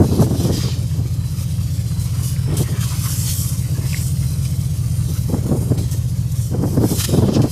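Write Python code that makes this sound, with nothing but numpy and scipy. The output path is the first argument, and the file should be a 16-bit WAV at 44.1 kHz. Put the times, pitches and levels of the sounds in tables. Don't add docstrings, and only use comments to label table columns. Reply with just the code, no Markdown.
import sys
import numpy as np
from scipy import signal
from scipy.fft import rfft, irfft, next_fast_len
from scipy.io import wavfile
from scipy.ndimage import uniform_filter1d

SR = 44100
rng = np.random.default_rng(int(sys.argv[2]) if len(sys.argv) > 2 else 0)


def put_to_file(sound):
    columns = np.atleast_2d(sound).T
    safe = np.clip(columns, -1, 1)
    whole_steps = np.round(safe * 32767)
    wavfile.write(sys.argv[1], SR, whole_steps.astype(np.int16))


N = 331279
TIME = np.arange(N) / SR


def from_db(db):
    return 10 ** (np.asarray(db) / 20)


def rms_one(x):
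    return x / np.sqrt(np.mean(x ** 2) + 1e-20)


def in_time(rows):
    s, *columns = np.transpose(rows)
    return [np.interp(TIME, s, column) for column in columns]


def drift(rate):
    step = 40
    pole = np.exp(-2 * np.pi * rate * step / SR)
    noise = rng.standard_normal(N // step + 2002)
    slow = signal.lfilter([1], [1, -2 * pole, pole * pole], noise)[2000:]
    return np.interp(np.arange(N) / step, np.arange(len(slow)), rms_one(slow))


def colour(x, spectrum):
    size = next_fast_len(N)
    hz = np.maximum(np.arange(size // 2 + 1) * SR / size, 1)
    knots, db = np.transpose(spectrum)
    low_skirt = 1 / (1 + (knots[0] / 2 / hz) ** 4)
    high_skirt = 1 / (1 + (hz / 2 / knots[-1]) ** 4)
    gain = from_db(np.interp(np.log(hz), np.log(knots), db))
    return rms_one(irfft(rfft(x, size) * low_skirt * high_skirt * gain, size)[:N])


def resonance(x, hz, width):
    r = np.exp(-np.pi * width / SR)
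    numerator = np.array([1, 0, -1]) * (1 - r * r) / 2
    denominator = [1, -2 * r * np.cos(2 * np.pi * hz / SR), r * r]
    return signal.lfilter(numerator, denominator, x + 1e-18)


def swell(s, rise, fall):
    age = np.maximum(TIME - s, 0)
    shape = (1 - np.exp(-(age / rise) ** 2)) * np.exp(-np.minimum(age / fall, 20))
    return shape / (shape.max() + 1e-9)


def hose(hiss_db, beat_db, churn_db, sputter_db, slap_db, slosh_db, wobble_db):
    # (frequency [Hz], relative density [dB per Hz])
    spray_spectrum = [(2500, -47), (4500, -15.5), (5600, -2), (7500, -1.5), (9700, -0.5), (10800, -3),
                      (12000, -0.5), (13800, -11), (15500, -11.5)]
    # (frequency [Hz], relative density [dB per Hz])
    plating_spectrum = [(1500, -18), (2600, -1), (3550, 1.5), (4500, 5), (5600, 2), (7200, -1),
                        (10000, -24), (14000, -40)]
    # (frequency [Hz], relative density [dB per Hz])
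    puddle_spectrum = [(350, -2.5), (550, -13), (780, -8.5), (1100, 1.5), (1600, -3), (2200, -2),
                       (2800, -6), (4000, -17.5)]
    # (frequency [Hz], width [Hz], gain [dB])
    fittings = [(3148, 125, -0.5), (3997, 48, 0), (4970, 360, -1)]

    spray_level, steel_level, puddle_level = jet_levels()
    spray = drops(spray_spectrum, per_s=3000, spread_db=1.0, mist_db=-3.0, count=6)
    plating = drops(plating_spectrum, per_s=1000, spread_db=2.0, mist_db=3.0, count=4)
    ringing = sum(from_db(db) * resonance(plating, hz, width) for hz, width, db in fittings)
    puddle = drops(puddle_spectrum, per_s=500, spread_db=2.5, mist_db=3.5, count=4)

    spray = deck_colour(spray, patchy_db=2.6, bins=4, frames=11)
    steel = deck_colour(plating + ringing, patchy_db=2.9, bins=3, frames=11)
    puddle = deck_colour(puddle, patchy_db=3.2, bins=3, frames=7)

    slugs = drift(19.5)
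    water = spray_level * from_db(hiss_db + sputter_db * slugs) * spray
    water += steel_level * from_db(beat_db + slap_db * slugs) * steel
    water += puddle_level * from_db(churn_db + slosh_db * drift(18)) * puddle
    return water * from_db(wobble_db * drift(7.7))


def jet_levels():
    # (time [s], spray hiss level [dB], plating beat level [dB])
    stream = [(0, -41, -45.5), (0.95, -45.5, -45.5), (1.9, -42, -44), (2.5, -44, -43.5), (4.3, -41, -44.5),
              (5.3, -41, -46.5), (6.25, -45.5, -48.5), (7.51, -43.5, -42)]
    # (time [s], level [dB])
    flooded = [(0, -53), (1.9, -51), (2.1, -44.5), (2.4, -45), (2.65, -37), (3.1, -41.5), (3.6, -51),
               (3.87, -43), (4.05, -52), (7.51, -55.5)]
    # (middle [s], half length [s], level [dB], steel over spray [dB])
    sweeps = [(0.145, 0.1, -38.5, 5), (0.226, 0.033, -31.5, -5), (0.45, 0.11, -33, 1.5),
              (0.578, 0.065, -29.5, 5.5), (0.684, 0.089, -33.5, 26), (1.403, 0.1, -40.5, -4),
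              (2.26, 0.076, -32.5, -8), (2.926, 0.14, -32.5, -2), (3.142, 0.14, -26.5, -8),
              (3.293, 0.042, -26, 1.5), (3.365, 0.23, -29, -11.5), (3.933, 0.069, -31.5, -0.5),
              (4.033, 0.11, -34.5, -32), (4.27, 0.14, -40.5, -5), (5.13, 0.13, -40.5, -2),
              (5.612, 0.1, -39.5, -32), (6.43, 0.074, -36.5, -13), (6.704, 0.086, -39.5, -14),
              (6.944, 0.089, -28, -8), (7.006, 0.026, -21.5, -1.5), (7.048, 0.013, -20.5, 1),
              (7.135, 0.082, -30.5, -0.5), (7.31, 0.06, -38, 11), (7.361, 0.018, -28, 32),
              (7.505, 0.035, -36.5, -2)]
    # (time [s], level [dB], die-away [s], steel over spray [dB])
    splashes = [(1.993, -36, 0.057, -11), (2.566, -26.5, 0.079, -6), (2.805, -31, 0.079, -3),
                (4.448, -36, 0.016, 4), (5.774, -33, 0.059, 0), (5.909, -34, 0.077, -6.5),
                (6.3155, -37, 0.018, -25), (7.415, -29, 0.019, 6)]
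    splash_rise_s = 0.0028
    runoff_db = -8.5

    flares = []
    for s, half, db, steel_db in sweeps:
        bump = np.exp(-np.minimum(((TIME - s) / half) ** 2, 20))
        flares.append((from_db(db) * bump, steel_db))
    for s, db, fall, steel_db in splashes:
        flares.append((from_db(db) * swell(s, splash_rise_s, fall), steel_db))

    spray, steel = from_db(in_time(stream)) ** 2
    for flare, steel_db in flares:
        airborne = 1 / (1 + from_db(steel_db) ** 2)
        spray = spray + airborne * flare ** 2
        steel = steel + (1 - airborne) * flare ** 2
    puddle = from_db(in_time(flooded)[0]) ** 2 + from_db(runoff_db) ** 2 * steel
    return np.sqrt([spray, steel, puddle])


def drops(spectrum, per_s, spread_db, mist_db, count):
    size = next_fast_len(N)
    ends = np.log([spectrum[0][0], spectrum[-1][0]])
    log_hz = np.log(1 + np.arange(size // 2 + 1) * SR / size)
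    register = np.interp(log_hz, ends, [0, count - 1])
    impacts = 0
    for k in range(count):
        sizes = from_db(spread_db * np.minimum(rng.exponential(1, N), 5))
        signed = sizes * rng.choice([-1, 1], N)
        lands = rng.random(N) < per_s / SR
        band = np.sqrt(np.maximum(1 - np.abs(register - k), 0))
        impacts += rfft(signed * lands, size) * band
    ticks = rms_one(irfft(impacts, size)[:N])
    mist = from_db(mist_db) * rng.standard_normal(N)
    return colour(ticks + mist, spectrum)


def deck_colour(x, patchy_db, bins, frames):
    spectra = signal.stft(x, nperseg=1024)[2]
    patches = rng.standard_normal(spectra.shape)
    for _ in range(2):
        patches = uniform_filter1d(patches, bins, axis=0, mode="wrap")
        patches = uniform_filter1d(patches, frames, axis=1, mode="wrap")
    gain = from_db(patchy_db * rms_one(patches))
    coloured = signal.istft(spectra * gain, nperseg=1024)[1][:N]
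    return coloured / np.sqrt(uniform_filter1d(coloured ** 2, size=4000))


def nozzle(width_hz, rattle_s):
    # (time [s], peak level [dB], pitch [Hz])
    clacks = [(2.362, -30, 2220), (3.93, -21, 2420), (3.9435, -16.5, 2040), (3.966, -29, 2130),
              (4.449, -32, 2470)]
    out = np.zeros(N)
    for s, db, hz in clacks:
        rattle = rng.standard_normal(N) * swell(s, rise=0.00021, fall=rattle_s)
        knock = resonance(resonance(rattle, hz, width_hz), hz, width_hz)
        out += from_db(db) * knock / np.abs(knock).max()
    return out


def engine(waver, rumble_db, throb):
    cycle_hz = 5.0
    # (time within the cycle [s], strength [dB])
    puffs = [(.0162, -2.5), (.0459, -7), (.062, -3.5), (.0898, -8), (.1118, -1.5), (.1381, -13),
             (.1672, -11), (.1936, -4)]
    # (multiple of the cycle rate, rms before the exhaust curve [dB])
    funnel = [(7, -48), (8, -47), (9, -41), (10, -51), (11, -47), (12, -48), (13, -43), (14, -36),
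              (15, -34), (16, -38), (17, -33), (18, -27), (19, -60), (20, -35), (21, -43), (22, -34),
              (23, -24), (24, -42), (25, -42), (26, -26), (27, -49), (28, -38), (29, -38), (30, -34),
              (31, -37), (32, -39), (33, -49), (34, -38), (35, -37), (36, -57), (37, -50), (41, -52),
              (54, -53), (61, -53)]
    # (frequency [Hz], relative density [dB per Hz])
    rumble = [(30, -34), (50, 0), (80, -6.5), (125, 1.5), (170, -0.5), (225, -18), (270, -13), (310, -19),
              (360, -23.5), (530, -22), (780, -32), (1600, -39.5)]
    # (time [s], gain [dB])
    exhaust = [(0, -0.5), (1.4, -0.66), (2.8, 0), (4.1, 1), (5.2, 0.2), (6.4, -0.9), (7.51, -1.5)]

    when, strength_db = np.transpose(puffs)
    tones = np.zeros(N)
    for order, db in funnel:
        w = 2 * np.pi * cycle_hz * order
        lead = np.angle(np.sum(from_db(strength_db) * np.exp(-1j * w * when)))
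        strength = np.sqrt(2) * from_db(db) * (1 + waver * drift(1.0))
        tones += strength * np.cos(w * TIME + lead)
    pulsing = rms_one(np.sqrt(np.abs(uniform_filter1d(tones ** 2, size=600))))
    rush = colour(rng.standard_normal(N), rumble) * rms_one(1 + throb * pulsing)
    return from_db(in_time(exhaust)[0]) * (tones + from_db(rumble_db) * rush)


def wind(gust_db, eddy_db, buffet_db, lumpy_db, attack, release):
    # (frequency [Hz], relative density [dB per Hz])
    turbulence = [(30, -18), (80, -24), (150, -0.5), (260, -7.5), (450, -12), (700, -26.5), (1100, -29.5),
                  (1700, -50), (3000, -74)]
    # (frequency [Hz], relative density [dB per Hz])
    thump_spectrum = [(40, -41), (90, 6.5), (170, 4), (280, 1), (480, -8), (750, -16.5), (1200, -27),
                      (1800, -36.5), (3000, -60)]
    # (time [s], level before buffet_db [dB])
    buffets = [(0.012, -4.5), (0.047, -16), (0.127, -16), (0.198, -10), (0.222, -12.5), (0.315, -16),
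               (0.5, -15.5), (2.533, -22.5), (5.34, -14.5), (5.52, -15), (5.715, -13), (6.545, -19),
               (6.641, -13), (6.779, -13), (6.814, -17.5), (6.842, -11), (7.14, -13), (7.184, -10.5),
               (7.231, -10.5), (7.289, -13), (7.366, -10), (7.401, -11), (7.444, -13.5)]
    eddies_per_s, eddy_spread_db = 24, 3.5

    blow = gust_level()
    turns = np.arange(int(eddies_per_s * N / SR))
    times = (turns + rng.random(len(turns))) / eddies_per_s
    strengths_db = eddy_db + eddy_spread_db * rng.standard_normal(len(turns))
    shed = eddies(zip(times, strengths_db), attack, release)
    hardest = from_db(buffet_db) * eddies(buffets, attack, release)
    knocks = np.maximum(blow * shed, hardest)

    thump = colour(rng.standard_normal(N), thump_spectrum)
    thump /= np.sqrt(uniform_filter1d(thump ** 2, size=500) + .05)
    lumps = from_db(gust_db + lumpy_db * drift(67))
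    return blow * lumps * colour(rng.standard_normal(N), turbulence) + knocks * thump


def gust_level():
    # (start [s], length [s], level [dB])
    gusts = [(0.0, 0.58, -23), (0.624, 0.059, -21), (0.734, 0.11, -37.5), (0.933, 0.12, -32.5),
             (2.186, 0.055, -36.5), (2.465, 0.16, -26), (2.68, 0.078, -30), (3.672, 0.18, -39),
             (5.073, 0.047, -33), (5.275, 0.11, -23), (5.41, 0.44, -30), (5.466, 0.11, -20.5),
             (5.93, 0.042, -35), (6.504, 0.48, -25), (7.069, 0.41, -21)]
    rise_s, fall_s = 0.014, 0.013
    level = np.zeros(N)
    for s, length, db in gusts:
        rise = 1 - np.exp(-(np.maximum(TIME - s, 0) / rise_s) ** 2)
        fall = np.exp(-np.clip((TIME - s - length) / fall_s, 0, 20))
        level = np.maximum(level, from_db(db) * rise * fall)
    return level


def eddies(rows, attack, release):
    scale_s = 0.019
    out = np.zeros(N)
    for s, db in rows:
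        near = slice(*np.searchsorted(TIME, [s - 2 * scale_s, s + 2 * scale_s]))
        age = (TIME[near] - s) / scale_s
        steepness = np.where(age < 0, attack, release)
        out[near] += from_db(db) * np.exp(-(age * steepness) ** 2)
    return out


def scene():
    water = hose(hiss_db=1.5, beat_db=0.5, churn_db=-1.5, sputter_db=1.5, slap_db=1.25,
                 slosh_db=2.9, wobble_db=0.24)
    water += nozzle(width_hz=470, rattle_s=0.0035)
    ship = engine(waver=0.18, rumble_db=-29.5, throb=0.032)
    gusts = wind(gust_db=-1.5, eddy_db=2.0, buffet_db=2.0, lumpy_db=2.5, attack=1.79, release=1.16)
    return (ship + water + gusts)[None]


def record(dry):
    cutoff_hz = 15500
    rounded = 1.054 * np.tanh(dry / 1.072)
    low_pass = signal.ellip(12, .1, 90, cutoff_hz, fs=SR, output="sos")
    return signal.sosfilt(low_pass, rounded)


dry = scene()
out = record(dry)
put_to_file(out)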